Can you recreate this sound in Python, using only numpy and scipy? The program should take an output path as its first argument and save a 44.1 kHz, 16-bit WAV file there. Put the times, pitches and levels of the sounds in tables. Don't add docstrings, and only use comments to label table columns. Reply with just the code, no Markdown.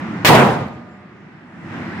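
import sys
import numpy as np
from scipy import signal
from scipy.fft import rfft, irfft
from scipy.io import wavfile
from scipy.ndimage import uniform_filter1d, minimum_filter1d

SR = 44100
rng = np.random.default_rng(int(sys.argv[2]) if len(sys.argv) > 2 else 0)


def unload_audio(sound):
    columns = np.transpose(np.atleast_2d(sound))
    steps = np.round(np.clip(columns, -1, 1) * 32767)
    wavfile.write(sys.argv[1], SR, steps.astype(np.int16))


def boost(x):
    u = np.asarray(x, float) / 20
    return 10 ** u


N = 88200

SHOT_S = 0.2477
FIRST_RETURN_S = 0.036


def read(table, hz):
    table = np.array(table, float)
    return np.interp(np.log(hz), np.log(table[:, 0]), table[:, 1])


def humps(table, f):
    return sum(level_db / (1 + (2 * (f - hz) / width_hz) ** 2) for hz, width_hz, level_db in table)


def walk(rate):
    points = rng.standard_normal(300)
    return 1.2 * np.interp(np.arange(N) * rate / SR, np.arange(300), points)


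def fade(t, t60):
    return (t >= 0) * boost(-60 * np.maximum(t, 0) / t60)


# pitch_hz, likeness (0-1)
LIKENESS = [(60, 1), (290, 0.93), (640, .68), (1410, 0.47), (3100, 0), (7000, .01)]


def bands(colour_db):
    f = np.maximum(np.arange(N // 2 + 1) * SR / N, 1.0)
    alike = np.clip(read(LIKENESS, f), 0, 1)
    mid, side = rfft(rng.standard_normal((2, N))) * boost(colour_db(f))
    both = mid * np.sqrt((1 + alike) / 2) + side * np.sqrt((1 - alike) / 2) * np.array([[1], [-1]])
    both[1] *= np.exp(-2j * np.pi * f * 3 / SR)
    for hz in 25 * 2 ** (np.arange(20) / 2):
        window = np.cos(np.pi / 4 * np.clip(4 * np.log2(f / hz), -2, 2)) ** 2
        yield hz, irfft(both * window, N)


# pitch_hz, level_db (per Hz)
AIR = [(30, -33.5), (100, -6), (230, -2), (480, -16.5), (1900, -15), (3500, -33), (8500, -50.5),
       (9800, -57), (16000, -67)]
# pitch_hz, width_hz, level_db
DUCTS = [(179, 40.4, 3), (243, 14.4, 1.5), (335, 25, 8), (1620, 880, 0), (5200, 300, 2.5)]


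def ventilation():
    def colour_db(f):
        return read(AIR, f) + humps(DUCTS, f)

    flicker_db, flicker_rate = 1.26, 7.4
    rush = sum(noise * boost(flicker_db * walk(flicker_rate)) for hz, noise in bands(colour_db))
    return rush / rush.std() * boost(-27)


def blast(t):
    push_s, pull_s = 0.00015, 0.00095
    u = t - SHOT_S
    push = np.sin(np.pi * np.clip(u / push_s, 0, 1)) / 2
    pull = np.sin(np.pi * np.clip((u - push_s) / pull_s, 0, 1) ** 0.6)
    return boost(-1) * (push - pull)


PATCHY_DB, PATCHY_RATE = 1.5, 40.15

# pitch_hz, level_db (per Hz)
SPRAY = [(35, -57), (100, -4), (900, -6), (2200, -3.5), (4000, -11), (7000, -19), (11000, -25),
         (16000, -19)]


def spray(t, patchy):
    start_s, hold_s, t60_s = 0.00065, 0.041, 0.13
    trap_s, trap_t60_s = 0.1, 0.12
    u = t - SHOT_S
    noise = sum(band for hz, band in bands(lambda f: read(SPRAY, f))) * boost(PATCHY_DB * patchy)
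    noise = noise / noise.std()
    near = boost(-7.5) * (u > start_s) * fade(np.maximum(u - hold_s, 0), t60_s)
    far = boost(-17) * fade(u - trap_s, trap_t60_s)
    return noise * (near + far)


# pitch_hz, level_db (per Hz)
ROAR = [(25, -58.5), (60, -16), (120, -3), (200, -2), (300, -8), (800, -4.5), (2500, -16.5), (6000, -29),
        (14000, -33)]
# pitch_hz, t60_s
ROAR_T60 = [(60, 1), (200, 0.89), (600, 0.66), (2000, 0.62), (6000, 0.62), (15000, 0.44)]
# pitch_hz, width_hz, level_db
LANE_MODES = [(132.8, 7.7, 4), (203, 8.5, 4), (240, 14, 6), (320.4, 14, 1.5), (473, 15, 4), (726, 17, 6),
              (950.5, 24.3, 5.5)]
# start_s (after the shot), level_db (over the roar), length_s, dull_above_hz
SLAPS = [
    (0.023, 8, 0.031, 900),
    (0.096, 11, 0.0049, 13100),
    (0.177, 2, 0.013, 1174),
    (.25, 1.5, 0.025, 5000),
    (.37, 4.5, .012, 700),
]


def roar(t, patchy):
    rise_s, hold_s = 0.006, 0.12
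    linger_db, linger_t60_s, linger_hz = -18, 1.7, 900
    u = t - SHOT_S
    v = u - FIRST_RETURN_S
    slaps = []
    for start_s, level_db, length_s, dull_hz in SLAPS:
        rise = np.clip((u - start_s) / 0.003 + 1, 0, 1)
        slaps.append((level_db * rise * np.exp(-np.maximum(u - start_s, 0) / length_s), dull_hz))

    out, steady = 0, 0
    for hz, noise in bands(lambda f: read(ROAR, f) + humps(LANE_MODES, f)):
        slap_db = sum(level_db / (1 + (hz / dull_hz) ** 2) for level_db, dull_hz in slaps)
        band_hold_s = hold_s * min(2500 / hz, 1)
        decay = fade(np.maximum(v - band_hold_s, 0), read(ROAR_T60, hz))
        linger = boost(linger_db) * fade(v, linger_t60_s) / (1 + (hz / linger_hz) ** 2)
        out = out + noise * boost(slap_db + PATCHY_DB * walk(PATCHY_RATE)) * (decay + linger)
        steady = steady + noise
    return out / steady.std() * boost(-8 + 0.6 * patchy) * np.clip(v / rise_s, 0, 1)


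def lane(t):
    patchy = walk(PATCHY_RATE)
    return spray(t, patchy) + roar(t, patchy)


# pitch_hz, level_db, t60_s
BOOTH = [(231.5, -12.5, 0.25), (330, -9, 0.35), (609, -34, 1.9), (729, -27.5, 1.5), (1220, -34, 2.2)]


def booth(t):
    u = t - SHOT_S - FIRST_RETURN_S
    phases = rng.uniform(-0.5, 0.5, (len(BOOTH), 2, 1))
    ring = 0
    for (hz, level_db, t60_s), phase in zip(BOOTH, phases):
        ring = ring + boost(level_db) * np.sin(2 * np.pi * hz * u + phase) * fade(u, t60_s)
    return ring * np.clip(u / 0.016, 0, 1)


# start_s, tick_db, ring_db, overtone_db, ring_rise_s
CASE = [
    (.683, -29, -56, -67, .022),
    (.872, -70, -52, -80, .045),
]


def case(t):
    tick_hz, tick_t60_s = 4300, 0.015
    ring_hz, overtone_hz, ring_t60_s = 7275, 11650, 0.55
    spin_hz, spin_depth, airborne_s = 25, 0.3, 0.1
    out = 0
    for start_s, tick_db, ring_db, overtone_db, rise_s in CASE:
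        u = t - start_s
        tick = np.sin(2 * np.pi * tick_hz * u) * fade(u, tick_t60_s)
        tick = tick + 0.47 * rng.standard_normal((2, N)) * fade(u, 0.008)
        ring = boost(ring_db) * np.sin(2 * np.pi * ring_hz * u)
        ring = ring + boost(overtone_db) * np.sin(2 * np.pi * overtone_hz * u)
        spin = 1 - spin_depth * np.cos(2 * np.pi * spin_hz * u)
        swell = np.clip(u / rise_s, 0, 1) ** 1.5 * fade(u, ring_t60_s)
        touch_down = np.clip((airborne_s - u) / 0.015 + 1, 0, 1)
        out = out + boost(tick_db) * tick + ring * spin * swell * touch_down
    return out


DUCK_DB = -14


def scene():
    t = np.arange(N) / SR
    air = ventilation()
    shot = (blast(t) + lane(t) + booth(t)) * boost(-DUCK_DB)
    left_db = -1
    return (shot + case(t) + air) * boost(np.array([[left_db], [-left_db]]) / 2)


def low_pass(x):
    return signal.sosfilt(signal.butter(12, 16660, fs=SR, output="sos"), x)


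def record(dry):
    duck_lead_s, hold_to_s, back_at_s, back_bend = 0.0061, 1.45, 1.747, 1.63
    limit_db, look_s, clip_db = 3.5, 0.003, 2.2
    t = np.arange(N) / SR
    x = signal.sosfilt(signal.butter(2, 72, 'high', fs=SR, output='sos'), dry)

    down = np.clip((t - SHOT_S) / duck_lead_s + 1, 0, 1)
    back = np.clip((t - hold_to_s) / (back_at_s - hold_to_s), 0, 1) ** back_bend
    x = x * boost(DUCK_DB * down * (1 - back))

    look = int(look_s * SR)
    limit_gain = np.minimum(boost(limit_db) / (np.abs(x).max(axis=0) + 1e-9), 1)
    x = x * uniform_filter1d(minimum_filter1d(limit_gain, 2 * look), look)

    x = x / boost(clip_db)
    x = x / (1 + np.abs(x) ** 4) ** 0.25 * boost(clip_db)
    x = signal.sosfiltfilt(signal.ellip(8, 0.1, 40, 15650, fs=SR, output='sos'), x)
    return low_pass(x)


dry = scene()
out = record(dry)
unload_audio(out)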